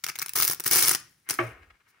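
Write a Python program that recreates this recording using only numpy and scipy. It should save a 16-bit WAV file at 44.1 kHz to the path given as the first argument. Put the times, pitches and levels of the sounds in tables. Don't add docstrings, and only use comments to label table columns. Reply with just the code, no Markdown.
import sys
import numpy as np
from scipy import signal
from scipy.fft import rfft, irfft
from scipy.io import wavfile
from scipy.ndimage import uniform_filter1d

SR = 44100
rng = np.random.default_rng(int(sys.argv[2]) if len(sys.argv) > 2 else 0)


def unload_audio(sound):
    columns = np.transpose(np.atleast_2d(sound))
    steps = np.round(np.clip(columns, -1, 1) * 32767)
    wavfile.write(sys.argv[1], SR, steps.astype(np.int16))


def makeup_ratio(level_db):
    decades = np.asarray(level_db, float) / 20
    return 10 ** decades


N = 88200

# (time [s], hook level [dB], cloth level against hooks [dB])
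FIRST_TUGS = [(0.0406, -20.5, -6), (0.0436, -16, -13), (0.0492, -36, -7.5), (0.0661, -19.5, -10.5),
              (0.0785, -34.5, 3), (0.0868, -24, -6), (0.0891, -27, -3), (0.0927, -22, -8.0),
              (0.0968, -28.5, -6), (0.1001, -28, 0.5), (0.1183, -43, 0), (0.1538, -42, -9.0),
              (0.1565, -29.5, -0.5), (0.1591, -33, -2.5), (0.1624, -32.5, -4), (0.1808, -40, -0.5),
              (0.1887, -21.5, -10.5), (0.1934, -32, -8.5), (0.1961, -24, -26), (0.2049, -40, 4),
              (0.2109, -38.5, -2.5), (0.2166, -28, -6.5), (0.219, -20, -9.5), (0.2247, -22.5, -4),
              (0.2285, -21.5, -9.5), (0.2619, -26, -4.5), (0.265, -36.5, -14.5), (0.284, -31, -9.5),
              (0.294, -24, -6.5), (0.3358, -27, -13.5)]
MIDDLE_RIP = [(0.3551, -26, -9.5), (0.358, -18, -9.0), (0.3622, -17.5, -11.5), (0.367, -23.5, -14),
              (0.3744, -21.5, -9.5), (0.3794, -24, -4.5), (0.3852, -24.0, -14.5), (0.3884, -16.5, -14.5),
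              (0.3943, -23, -11.5), (0.3983, -21.5, -13.0), (0.4018, -13.5, -8.5), (0.412, -18, -13.5),
              (0.4172, -23, -13.5), (0.4211, -22.5, -8.5), (0.4245, -10, -14.5), (0.4302, -16.5, -13),
              (0.4326, -16, -12), (0.4362, -24.5, -10.5), (0.4393, -21.5, -13), (0.4448, -19, -13.5),
              (0.4504, -14, -11.5), (0.4552, -21, -14), (0.4636, -29.5, -13), (0.4732, -23, -18),
              (0.4788, -12, -14), (0.4827, -24, -13.5), (0.4878, -20.5, -12), (0.4993, -17.5, -10),
              (0.5024, -24, -10.5), (0.5109, -23, -11), (0.5138, -20, -9.5), (0.5173, -25.0, -14.0),
              (0.5217, -24.0, -21), (0.5266, -23.5, -18), (0.534, -24.5, -9.5), (0.5471, -29, -23),
              (0.5995, -24, -9), (0.6044, -24, -9.5), (0.6397, -26.5, -19.0), (0.6452, -27, -16.5),
              (0.6592, -31.5, -12.5), (0.664, -16.5, -4.5), (0.6678, -20, -13.5), (0.6722, -22, -14),
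              (0.6772, -16, -19), (0.6806, -18, -12.5), (0.6899, -30.5, -12), (0.6941, -29, -8)]
LONG_RIP = [(0.713, -11, -13.5), (0.7225, -17, -17.5), (0.7252, -20, -10), (0.7289, -21, -12.5),
            (0.7319, -17, -13.0), (0.7345, -12.5, -12), (0.7405, -18, -11), (0.7448, -18, -17),
            (0.7519, -13.5, -10.5), (0.7591, -11.5, -12.5), (0.7652, -15, -10.5), (0.7703, -15.5, -8.5),
            (0.7745, -20.5, -14), (0.7788, -20, -14.0), (0.7827, -14.5, -13.5), (0.7853, -21, -12),
            (0.7878, -16.5, -8), (0.7917, -16.5, -17), (0.7941, -18.5, -12), (0.7966, -18.5, -14),
            (0.8025, -19.5, -12), (0.8069, -19, -15.5), (0.8116, -18, -19.5), (0.814, -22.0, -15),
            (0.8227, -20.5, -6), (0.8259, -12, -13), (0.8285, -16.5, -16.5), (0.8311, -20.0, -14),
            (0.8353, -14.5, -17), (0.8391, -23, -16), (0.8444, -20.5, -20), (0.8489, -19, -13),
            (0.8516, -22, -11), (0.8577, -22.5, -16.5), (0.8608, -21.5, -18.5), (0.8661, -26.5, -12.5),
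            (0.871, -19.5, -14.5), (0.8758, -16.5, -14.5), (0.8848, -12, -11.5), (0.8939, -12, -12),
            (0.9006, -22, -12), (0.9083, -22.5, -13.5), (0.9129, -14, -7), (0.9166, -17.5, -8.5),
            (0.9303, -26.5, -12.5), (0.9357, -23.5, -13.5), (0.9402, -26, -8), (0.9498, -15.5, -9.5),
            (0.955, -28, -11.0), (0.9578, -25, -7)]
LAST_TUG = [(1.2903, -19.5, -7), (1.2953, -34.5, -12), (1.2998, -16, -18.5), (1.3081, -13, -15),
            (1.3206, -30.5, -13.5), (1.326, -40.5, -8), (1.3299, -41, -4), (1.3326, -33.5, -5),
            (1.3401, -25.5, -15), (1.3427, -38, -4.5), (1.3475, -29, -12), (1.3527, -42, -1)]
STRAY_ROWS = [(0.039, -22.5, -14), (.707, -35, -11), (.8825, -12, -11), (.921, -21.5, -9),
              (1.001, -42, -9.5), (1.2978, -21, -7), (1.313, -24.5, -5.5)]
# (time [s], level [dB])
PEEL = [(.347, -67), (.356, -30.5), (.46, -37), (.535, -40), (.56, -73), (.645, -62.5), (.66, -29),
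        (.7, -45.5), (.712, -27.5), (.9, -32), (.955, -38), (.975, -65), (1.28, -77), (1.3, -31),
        (1.345, -50), (1.5, -62), (1.6, -84)]
# (time [s], middle band level [dB], top band level [dB])
HOOK_THINNING = [(0, -10, -5.5), (.3, 0.5, 1), (.4, 2.5, 3.5), (0.698, 0, 2), (.82, 4, -0.5),
                 (1.299, 0.5, -4)]
HOOK_BAND_EDGES = [8000, 12500]
# (frequency [Hz], width [Hz], level [dB])
HOOK_PEAKS = [(5565, 1370, 8), (9885, 1200, 8.5), (14760, 2260, 10.5)]
# (frequency [Hz], level [dB])
HOOK_TONE = [(300, -17.5), (1500, -11), (3200, -5.5), (8000, -4), (17000, -8)]
# (frequency [Hz], level [dB])
CLOTH_TONE = [(50, -37.5), (95, -12.5), (220, -14.5), (450, -11.5), (950, -10), (1150, -2.5), (2400, -2.5),
              (3600, -17.5)]
# (frequency [Hz], width [Hz], level [dB])
MATTRESS_PEAKS = [(122, 40, 7), (356.3, 54, 6.5), (1320, 150, 2.5)]
BODY_BAND = [150, 900]
# (frequency [Hz], correlation [0 to 1])
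LIKENESS = [(60, 0.98), (400, 0.96), (560, 0.62), (1410, 0.54), (3100, 0.35), (6800, 0.33), (15000, 0.18)]
# (frequency [Hz], left minus right level [dB])
LEAN = [(60, 0.5), (700, -0.3), (1300, 5), (4000, 2)]
# (time [s], level [dB])
SQUEAK = [(1.245, -80), (1.27, -64), (1.305, -52), (1.345, -56), (1.385, -60), (1.41, -80)]
# (time [s], length [s], level [dB])
RUSTLES = [(1.295, 0.022, -49.5), (1.633, 0.015, -55.5), (1.708, 0.0066, -53.5), (1.755, 0.016, -66),
           (1.809, 0.013, -67), (1.875, 0.024, -67), (1.959, 0.058, -67)]
# (frequency [Hz], level [dB])
RUSTLE_TONE = [(300, -12), (900, -10.5), (1400, 1), (2400, -3.5), (3500, -16), (16000, -46)]
# (frequency [Hz], level [dB], rise [s], ring [s])
WOOD_MODES = [(121, -9.5, 0.09, 0.089), (352.7, -8, 0.0069, 0.041), (571, -19, 0.022, 0.053),
              (650, -19.5, .01, 0.066), (1160, -12, 0.0042, 0.035), (1283, -2.5, 0.00055, 0.0069),
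              (1755, -2, 0.00055, 0.0051), (2248, -11.5, 0.0025, 0.014)]
# (frequency [Hz], level [dB])
RATTLE_TONE = [(100, -14), (620, 0.5), (950, -9.5), (1200, -0.5), (2500, -4), (3400, -20.5), (7000, -41)]
# (frequency [Hz], level [dB])
RUMBLE_TONE = [(15, -15), (40, -1.5), (80, -1), (160, -47.5)]
# (frequency [Hz], level [dB per Hz])
FLOOR_TONE = [(30, -11.5), (100, 3), (450, -15.5), (1700, -8), (3500, -11.5), (16000, -23.5)]
# (frequency [Hz], time to fall 60 dB [s])
ROOM_T60 = [(110, 1), (300, 0.24), (1840, 0.39), (4850, 0.35), (12800, 0.19)]

FLAT = [(1, 0), (SR, 0)]
TIME = np.arange(N) / SR
KNOCK_S, KNOCK_DB = 1.3882, -16


def evened(x):
    return x / np.sqrt(np.mean(x ** 2) + 1e-20)


def read(points, hz):
    f, value = np.transpose(points)
    return np.interp(np.log(hz + 1), np.log(f + 1), value)


def wander(shape, size):
    noise = rng.standard_normal(shape)
    return evened(uniform_filter1d(uniform_filter1d(noise, size=size), size=size))


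def pair(x, tone, peaks=()):
    hz = np.fft.rfftfreq(N, 1 / SR)
    resonance = sum(db * np.exp(-((hz - f) / width) ** 2) for f, width, db in peaks)
    a, b = rfft(x) * evened(makeup_ratio(read(tone, hz) + resonance))
    same = np.clip(read(LIKENESS, hz), 0, 1)
    lean = makeup_ratio(read(LEAN, hz) / 2)
    left = a * lean
    right = (same * a + np.sqrt(1 - same ** 2) * b) / lean
    return irfft(np.array([left, right]))[:, :N]


def quiet_floor():
    return makeup_ratio(-74.5) * pair(rng.standard_normal((2, N)), FLOOR_TONE)


def bumps(times, dbs, rise, fall):
    t = np.arange(0, N, 5) / SR
    u = t - np.asarray(times)[:, None]
    shape = np.exp(-2 * np.where(u < 0, (u / rise) ** 2, u / fall))
    power = makeup_ratio(np.asarray(dbs))[:, None] ** 2 * shape
    return np.interp(TIME, t, power.sum(0))


def hook_snaps(power):
    hooks_per_s, spread_db, patchy_db = 16000, 2.5, 2.5
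    sizes = makeup_ratio(spread_db * np.minimum(rng.exponential(1, N), 4))
    sizes = sizes * (rng.random(N) < hooks_per_s / SR)
    sizes = sizes / np.sqrt(abs(uniform_filter1d(sizes ** 2, size=50)) + 1e-9)
    signs = rng.choice([-1., 1.], (2, N))
    hooks = pair(np.sqrt(power) * sizes * signs, HOOK_TONE, HOOK_PEAKS)

    above, top = (signal.sosfiltfilt(signal.butter(4, hz, "high", fs=SR, output="sos"), hooks)
                  for hz in HOOK_BAND_EDGES)
    patch = patchy_db * wander((3, N), 150)
    patch = patch - patch.mean(0)
    at, middle_db, top_db = np.transpose(HOOK_THINNING)
    low_part = (hooks - above) * makeup_ratio(patch[0])
    middle_part = (above - top) * makeup_ratio(np.interp(TIME, at, middle_db) + patch[1])
    top_part = top * makeup_ratio(np.interp(TIME, at, top_db) + patch[2])
    return low_part + middle_part + top_part


def cloth_shake(power):
    slack_until_s, slack_body_db, taut_body_db = .345, -8.5, 3
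    cloth = pair(np.sqrt(power) * rng.standard_normal((2, N)), CLOTH_TONE, MATTRESS_PEAKS)
    body = signal.sosfiltfilt(signal.butter(2, BODY_BAND, "band", fs=SR, output="sos"), cloth)
    body_gain = makeup_ratio(np.where(TIME < slack_until_s, slack_body_db, taut_body_db))
    return cloth + body * (body_gain - 1)


def strap():
    row_rise_s, row_fall_s, cloth_fall_s, long_row_stretch = .0008, .0009, .0014, 1.5
    peel_cloth_db, peel_flicker_db = -7.5, 3
    events = list(FIRST_TUGS) + list(MIDDLE_RIP) + list(LONG_RIP) + list(LAST_TUG) + list(STRAY_ROWS)
    s, db, cloth_db = np.transpose(events)
    in_long_rip = (s >= LONG_RIP[0][0]) & (s <= LONG_RIP[-1][0])
    stretch = np.where(in_long_rip, long_row_stretch, 1)[:, None]
    peel = makeup_ratio(np.interp(TIME, *np.transpose(PEEL)) + peel_flicker_db * wander(N, 60)) ** 2
    rows = bumps(s, db, row_rise_s * stretch, row_fall_s * stretch)
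    shakes = bumps(s, db + cloth_db, row_rise_s * stretch, cloth_fall_s * stretch)
    return hook_snaps(rows + peel) + cloth_shake(shakes + peel * makeup_ratio(2 * peel_cloth_db))


def room(x):
    room_db, near_db, near_t60 = -13.5, -7.5, 0.033
    length = SR // 2
    taps = np.zeros((2, 2, length))
    at = np.arange(40, length - 20, 20) + rng.integers(0, 20, (2, 2, (length - 41) // 20))
    np.put_along_axis(taps, at, rng.choice([-1., 1.], at.shape), 2)

    hz, t, z = signal.stft(taps[0], SR, nperseg=256)
    decay = makeup_ratio(-60 * t / read(ROOM_T60, hz)[:, None]) * (t > .008)
    tail = signal.istft(z * decay, SR, nperseg=256)[1][:, :length]
    near = taps[1] * makeup_ratio(-60 * np.arange(length) / SR / near_t60)
    both = makeup_ratio(room_db) * tail / np.linalg.norm(tail[0]) + makeup_ratio(near_db) * near / np.linalg.norm(near[0])
    return pair(signal.fftconvolve(x.mean(0)[None], both, axes=1)[:, :N], FLAT)


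def squeak():
    hz, width_hz = 2040, 130
    line = pair(rng.standard_normal((2, N)), FLAT, [(hz, width_hz * 3, 60)])
    return makeup_ratio(np.interp(TIME, *np.transpose(SQUEAK), left=-120, right=-120)) * line


def rustle():
    brush_s, brush_length_s, brush_db = 1.897, 0.037, -66.5
    level = sum(makeup_ratio(db) * np.exp(-((TIME - s) / length) ** 2) for s, length, db in RUSTLES)
    grain = makeup_ratio(2.5 * evened(uniform_filter1d(rng.standard_normal(N), size=150)))
    brush = makeup_ratio(brush_db) * np.exp(-((TIME - brush_s) / brush_length_s * 2) ** 4)
    a, b = rng.standard_normal((2, 2, N))
    return pair(level * grain * a, RUSTLE_TONE) + pair(brush * b, HOOK_TONE, HOOK_PEAKS)


def wood_ring():
    ring_shape, sag_per_s = 3, 0.21
    t = np.maximum(TIME - KNOCK_S, 0)
    out = np.zeros((2, N))
    for k, (hz, db, rise, ring) in enumerate(WOOD_MODES):
        lag = np.arccos(np.clip(read(LIKENESS, hz), 0, 1)) * np.array([[0], [(-1) ** k]])
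        envelope = (1 - np.exp(-t / rise)) * np.exp(-(t / ring) ** ring_shape)
        out += makeup_ratio(db) * envelope * np.sin(2 * np.pi * hz * t * (1 - sag_per_s * t) + lag)
    return makeup_ratio(KNOCK_DB) * out


def rattle():
    t = np.maximum(TIME - KNOCK_S, 0)
    struck = t > 0
    level = makeup_ratio(-11 - 60 * t / 0.11) + makeup_ratio(-19 - 60 * t / 0.54)
    noise = rng.standard_normal((2, N))
    return makeup_ratio(KNOCK_DB) * struck * pair(level * struck * noise, RATTLE_TONE)


def rumble():
    at_s, length_s, level_db = 1.56, .16, -57
    sway = np.exp(-((TIME - at_s) / length_s) ** 4)
    return makeup_ratio(level_db) * sway * evened(pair(rng.standard_normal((2, N)), RUMBLE_TONE))


def scene():
    dry = strap() + squeak() + rustle() + rattle()
    return quiet_floor() + dry + room(dry) + wood_ring() + rumble()


def band_limit(x):
    return signal.sosfilt(signal.butter(12, 16980, fs=SR, output="sos"), x)


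def record(dry):
    peak, bass_cut_hz, edge_hz = .6, 45, 15850
    mix = signal.sosfilt(signal.butter(2, bass_cut_hz, "high", fs=SR, output="sos"), dry)
    mix = peak * np.tanh(mix / peak)
    low_pass = signal.firwin(511, edge_hz, window=("kaiser", 9), fs=SR)
    mix = signal.oaconvolve(mix, low_pass[None], "same")
    return band_limit(mix)


dry = scene()
out = record(dry)
unload_audio(out)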